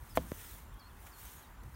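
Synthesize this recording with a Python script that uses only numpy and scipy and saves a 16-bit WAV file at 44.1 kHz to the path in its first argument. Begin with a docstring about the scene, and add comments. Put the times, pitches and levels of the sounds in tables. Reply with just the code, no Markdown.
"""An open meadow, with a hand-held camera swinging over it. Light wind buffets the microphone
above a steady distant wash, and cloth brushes by in two swells. Small birds whistle far off.
The grip slips and knocks the casing, which rings and rattles. Fingers tap it dully twice
and later scrape it once."""
import sys
import numpy as np
from scipy import signal
from scipy.fft import rfft, irfft
from scipy.io import wavfile
from scipy.ndimage import uniform_filter1d

SR = 44100
rng = np.random.default_rng(int(sys.argv[2]) if len(sys.argv) > 2 else 0)


def generate_wav(signal):
    """Clip the signal to [-1, 1] and save it as 16-bit WAV at the path in sys.argv[1]."""
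    frames = np.transpose(np.atleast_2d(signal))
    scaled = np.clip(frames, -1, 1) * 32767
    pcm = np.round(scaled).astype(np.int16)
    wavfile.write(sys.argv[1], SR, pcm)


N = 77175
TIME = np.arange(N) / SR


def amp(db):
    """Turns decibels into a number to multiply a sound by."""
    return 10 ** (np.asarray(db) / 20)


def unit(x):
    """Scales a signal to an average strength (rms) of one."""
    return x / np.sqrt(np.mean(x ** 2) + 1e-20)


def level_at(spectrum, hz):
    """Looks up the level in dB between a table's frequencies, spaced as the ear hears pitch."""
    table_hz, db = np.transpose(spectrum)
    return np.interp(np.log(hz + 1), np.log(table_hz + 1), db)


def add(mix, start_s, sound):
    """Mixes a sound in at a given time."""
    part = mix[max(round(start_s * SR), 0):][:len(sound)]
    part += sound[:len(part)]


def noise(spectrum):
    """Noise with the balance of bass and treble that a table gives."""
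    gain = amp(level_at(spectrum, np.fft.rfftfreq(N, 1 / SR)))
    return unit(irfft(rfft(rng.standard_normal(N)) * gain, N))


def drift(rate_hz):
    """A smooth random wobble, up to about the given rate."""
    hz = np.fft.rfftfreq(N, 1 / SR)
    return unit(irfft(rfft(rng.standard_normal(N)) / (1 + (hz / rate_hz) ** 4), N))


def decay(t60):
    """A fade that falls 60 dB in t60 seconds."""
    return np.exp(-np.log(1000) * TIME / t60)


def patchy(x, depth_db):
    """Lets small patches of time and frequency swell and fade."""
    slices = signal.stft(x, nperseg=512)[2]
    patches = uniform_filter1d(rng.standard_normal(slices.shape), size=7, axis=0)
    patches = unit(uniform_filter1d(patches, size=8, axis=1))
    return unit(signal.istft(slices * amp(depth_db * patches), nperseg=512)[1][:N])


# tone of the air over the field (frequency [Hz], relative level [dB])
AIR_SPECTRUM = [(25, -5), (60, 11.5), (130, 0), (250, 0), (420, -6), (620, -8), (950, 0), (1500, -5),
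                (2100, -11), (2800, -16), (5000, -23.5), (9000, -24.5), (15500, -23)]
def air():
    """The steady, faraway wash of the open field."""
    return amp(-58) * patchy(noise(AIR_SPECTRUM), depth_db=1.54)


# how the wind rises and falls (time [s], relative level [dB])
GUSTS = [(0, -50), (.028, -43), (.06, -66), (.11, -51.5), (.175, -40), (.25, -50), (.385, -51.5),
         (.495, -58), (.53, -45), (.565, -53.5), (.65, -52), (.69, -49.5), (.755, -43.5), (.8, -63),
         (.88, -52), (1.01, -52.5), (1.2, -60), (1.26, -50), (1.33, -58.5), (1.46, -66), (1.51, -50.5),
         (1.56, -55.5), (1.595, -47), (1.68, -47.5), (1.71, -54.5), (1.74, -48)]
# tone of its rumble (frequency [Hz], relative level [dB])
WIND_SPECTRUM = [(20, -65), (30, -13.5), (45, -1.5), (62, -2.5), (85, -9.5), (125, -18.5), (200, -30),
                 (400, -39.5), (1200, -66)]
def wind():
    """Air swirls at the microphone and makes a low rumble that follows the gusts."""
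    swirls = noise(WIND_SPECTRUM)
    strength = np.sqrt(uniform_filter1d(abs(signal.hilbert(swirls)) ** 2, size=900))
    even_rumble = unit(swirls / strength)
    gust_db = np.interp(TIME, *np.transpose(GUSTS))
    return amp(gust_db - 1.5) * even_rumble


# how loudly the cloth slides (time [s], level [dB])
CLOTH_SWELLS = [(0, -63), (.06, -60.5), (.14, -58.5), (.28, -54.5), (.4, -50), (.5, -51), (.59, -55.5),
                (.68, -70), (.96, -67), (1.03, -59), (1.08, -55), (1.12, -62.5), (1.21, -52), (1.29, -52),
                (1.42, -58), (1.57, -74), (1.75, -64.5)]
# tiny ticks of the cloth (time [s], level [dB])
CLOTH_TICKS = [(.741, -63), (0.796, -57.5), (1.071, -51.5), (1.635, -55.5)]
# tone of the rubbing (frequency [Hz], relative level [dB])
CLOTH_SPECTRUM = [(200, -9), (900, -4), (1800, -1), (2600, -6.5), (3500, -4.5), (4700, -11), (6200, -4.5),
                  (7600, -6), (9400, -1), (10400, -7), (11500, -1.5), (13000, -1.5), (15300, -1)]
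def cloth():
    """Rubbing makes a bright, grainy hiss: slow swells, one quick slip and a few ticks."""
    level = amp(np.interp(TIME, *np.transpose(CLOTH_SWELLS)))
    slip_db = np.linspace(-48.5, -41.5, round(.024 * SR))  # the grip slips just before the knock
    add(level, start_s=.1523, sound=amp(slip_db) * signal.windows.tukey(len(slip_db), .25))
    for start_s, db in CLOTH_TICKS:
        add(level, start_s, amp(db) * decay(t60=.018))
    grain = amp(drift(rate_hz=100))
    return level * grain * patchy(noise(CLOTH_SPECTRUM), depth_db=1.37)


def bird_note(hz, db):
    """A bird sings a nearly pure tone with soft ends and a slightly shaky pitch and level."""
    jitter, flutter_db, ramp_s = .008, 1.8, .008
    cycles = np.cumsum(hz * (1 + jitter * drift(rate_hz=290)[:len(hz)])) / SR
    level = amp(db + flutter_db * drift(rate_hz=210)[:len(hz)])
    soft_ends = signal.windows.tukey(len(hz), 2 * ramp_s * SR / len(hz))
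    return np.sqrt(2) * level * soft_ends * np.sin(2 * np.pi * cycles)


# whistles that drop onto a held note
# (time [s], length [s], held pitch [Hz], drop [share of held pitch], relative level [dB])
BIRD_WHISTLES = [(.096, .042, 4950, .2, -63), (.440, .04, 4900, .25, -66), (.791, .094, 4260, .5, -63),
                 (1.115, .094, 4290, .5, -65.5), (1.424, .048, 3700, .45, -68),
                 (1.741, .09, 4200, .45, -68)]
# short chirps
# (time [s], length [s], first pitch [Hz], middle pitch [Hz], last pitch [Hz], relative level [dB])
BIRD_CHIRPS = [(.135, .03, 4850, 4450, 3900, -67), (.278, .035, 5800, 5350, 4900, -71),
               (.39, .03, 5700, 5200, 4600, -70), (.483, .035, 4700, 4100, 3700, -65),
               (.525, .045, 3650, 3550, 3200, -70), (.645, .09, 7250, 7250, 7150, -76),
               (.72, .032, 3750, 3500, 2900, -70), (.755, .09, 3150, 3330, 3130, -73),
               (.896, .03, 3550, 3350, 2700, -70), (.952, .03, 2500, 2570, 2500, -73),
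               (1.365, .05, 6300, 6750, 6350, -67), (1.405, .025, 3350, 3250, 2700, -67),
               (1.46, .032, 4700, 4620, 4750, -74), (1.503, .125, 7200, 7130, 7170, -79),
               (1.599, .018, 3600, 4100, 4700, -73)]
def birds():
    """Distant birds whistle and chirp, and the tree line scatters a faint echo."""
    drop_s, fade_db = .0065, -5
    waver_hz, waver_share, waver_db = 15, .022, 2.5
    calls = np.zeros(N)
    for start_s, length, hz, drop, db in BIRD_WHISTLES:
        t = np.arange(0, length, 1 / SR)
        waver = np.cos(2 * np.pi * waver_hz * (t - 2 * drop_s))
        pitch = hz * (1 + drop * np.exp(-t / drop_s) + waver_share * waver)
        add(calls, start_s, bird_note(pitch, db + waver_db * waver + fade_db * t / length))
    for start_s, length, first, middle, last, db in BIRD_CHIRPS:
        curve = np.polyfit([0, .5, 1], [first, middle, last], 2)
        pitch = np.polyval(curve, np.linspace(0, 1, round(length * SR)))
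        add(calls, start_s, bird_note(pitch, db))
    scatter = rng.standard_normal(N) * decay(t60=.62)
    echo = signal.fftconvolve(calls, scatter / np.linalg.norm(scatter))[:N]
    return calls + amp(-11) * echo


def through_casing(x, lag_s):
    """Low notes travel more slowly as the casing bends; lag_s is the delay at 200 Hz."""
    hz = np.fft.rfftfreq(2 * len(x), 1 / SR)
    phase = -4 * np.pi * lag_s * np.sqrt(200 * hz)
    return irfft(rfft(x, 2 * len(x)) * np.exp(1j * phase))[:len(x)]


# knocks on the casing (time [s], relative level [dB], contact time [s])
KNOCKS = [(0.1729, -18, 0.000057), (.1785, -28, 0.00013)]
# notes the casing rings at (frequency [Hz], relative level [dB], time to fade by 60 dB [s])
CASING_NOTES = [(62, -21, .06), (168, -29, .42), (228, -26, .16), (287, -28, .14), (510, -8, .05),
                (638, 1, .033), (800, -7, .016), (1010, -8, .018), (1750, -21, .03), (2080, -14, .022),
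                (2280, -16, .02), (2950, -9, .018), (3800, -21, .016), (7000, -17, .01)]
# tone of the gritty crack (frequency [Hz], relative level [dB])
CRACK_SPECTRUM = [(100, -18), (400, -14), (700, -15), (1400, -7), (2400, -12), (3200, 27), (4600, -6),
                  (7000, -1), (15000, -16)]
# tone of loose parts buzzing on (frequency [Hz], relative level [dB])
RATTLE_SPECTRUM = [(60, 2.5), (130, -2.5), (240, 11), (420, -10), (750, -11.5), (1500, -23), (4000, -30),
                   (15000, -35)]
def knock(db, contact_s):
    """A short push sets the casing ringing, with a crack and a brief rattle."""
    ring = sum(amp(level) * decay(t60) * np.cos(2 * np.pi * hz * TIME)
               for hz, level, t60 in CASING_NOTES)
    push = np.exp(-TIME / contact_s) * TIME  # longer contact gives a duller ring
    ring = signal.fftconvolve(ring, push / push.sum())[:N]
    crack = amp(-17) * noise(CRACK_SPECTRUM) * decay(t60=.024)
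    rattle = amp(-18.5) * noise(RATTLE_SPECTRUM) * decay(t60=.25)
    return amp(db) * through_casing(ring + crack + rattle, lag_s=.00181)


# dull finger taps (time [s], peak level [dB], added brightness [dB per octave])
TAPS = [(0.1803, -38.5, 1), (0.3175, -26.5, -0.5)]
# tone of a tap (frequency [Hz], relative level [dB])
TAP_SPECTRUM = [(20, -20), (70, 3.5), (190, 2), (380, -1), (600, -3), (760, -16.5), (2000, -18),
                (2800, -26.5), (5500, -32.5), (15000, -51)]
def tap(db, brightness_db):
    """A finger gives the casing a muffled thump: the treble arrives first, the bass just after."""
    hz = abs(np.fft.fftfreq(4096, 1 / SR))
    log_gain = np.log(amp(level_at(TAP_SPECTRUM, hz) + brightness_db * np.log2(1 + hz / 200)))
    spectrum = np.exp(np.conj(signal.hilbert(log_gain)))  # packs the sound into a sudden start
    pulse = np.fft.ifft(spectrum).real[:len(hz) // 2]
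    thump = through_casing(pulse, lag_s=.00218)
    return amp(db) * thump / abs(thump).max()


# a short, dry finger scrape (time [s], length [s], level [dB])
SCRAPES = [(1.059, 0.032, -57.5)]
# tone of the scrape (frequency [Hz], relative level [dB])
SCRAPE_SPECTRUM = [(100, -17), (400, 3), (1200, 3), (2400, 5), (3200, -1), (4500, -21), (7000, -3),
                   (9000, -21), (15000, -24)]
def scrape():
    """Fingers shift on the casing in one crackly stroke."""
    grain_db = 4
    level = np.zeros(N)
    for start_s, length, db in SCRAPES:
        add(level, start_s, amp(db) * signal.windows.tukey(round(length * SR), .5))
    return level * unit(noise(SCRAPE_SPECTRUM) * amp(grain_db * drift(rate_hz=350)))


def scene():
    """Field, wind, birds and handling sounds meet at one microphone."""
    out = air() + wind() + cloth() + scrape() + amp(-2.5) * birds()
    for start_s, db, contact_s in KNOCKS:
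        add(out, start_s, knock(db, contact_s))
    for start_s, db, brightness_db in TAPS:
        add(out, start_s, tap(db, brightness_db))
    return out[None]


def record(dry):
    """The microphone loses the deepest bass, and the camera cuts off the highest treble."""
    lowest_hz, highest_hz = 30, 15860
    bass_cut = signal.butter(2, lowest_hz, "highpass", fs=SR, output="sos")
    treble_cut = signal.firwin(801, highest_hz, window=("kaiser", 9), fs=SR)
    return signal.oaconvolve(signal.sosfilt(bass_cut, dry), treble_cut[None], "same")


dry = scene()
out = record(dry)
generate_wav(out)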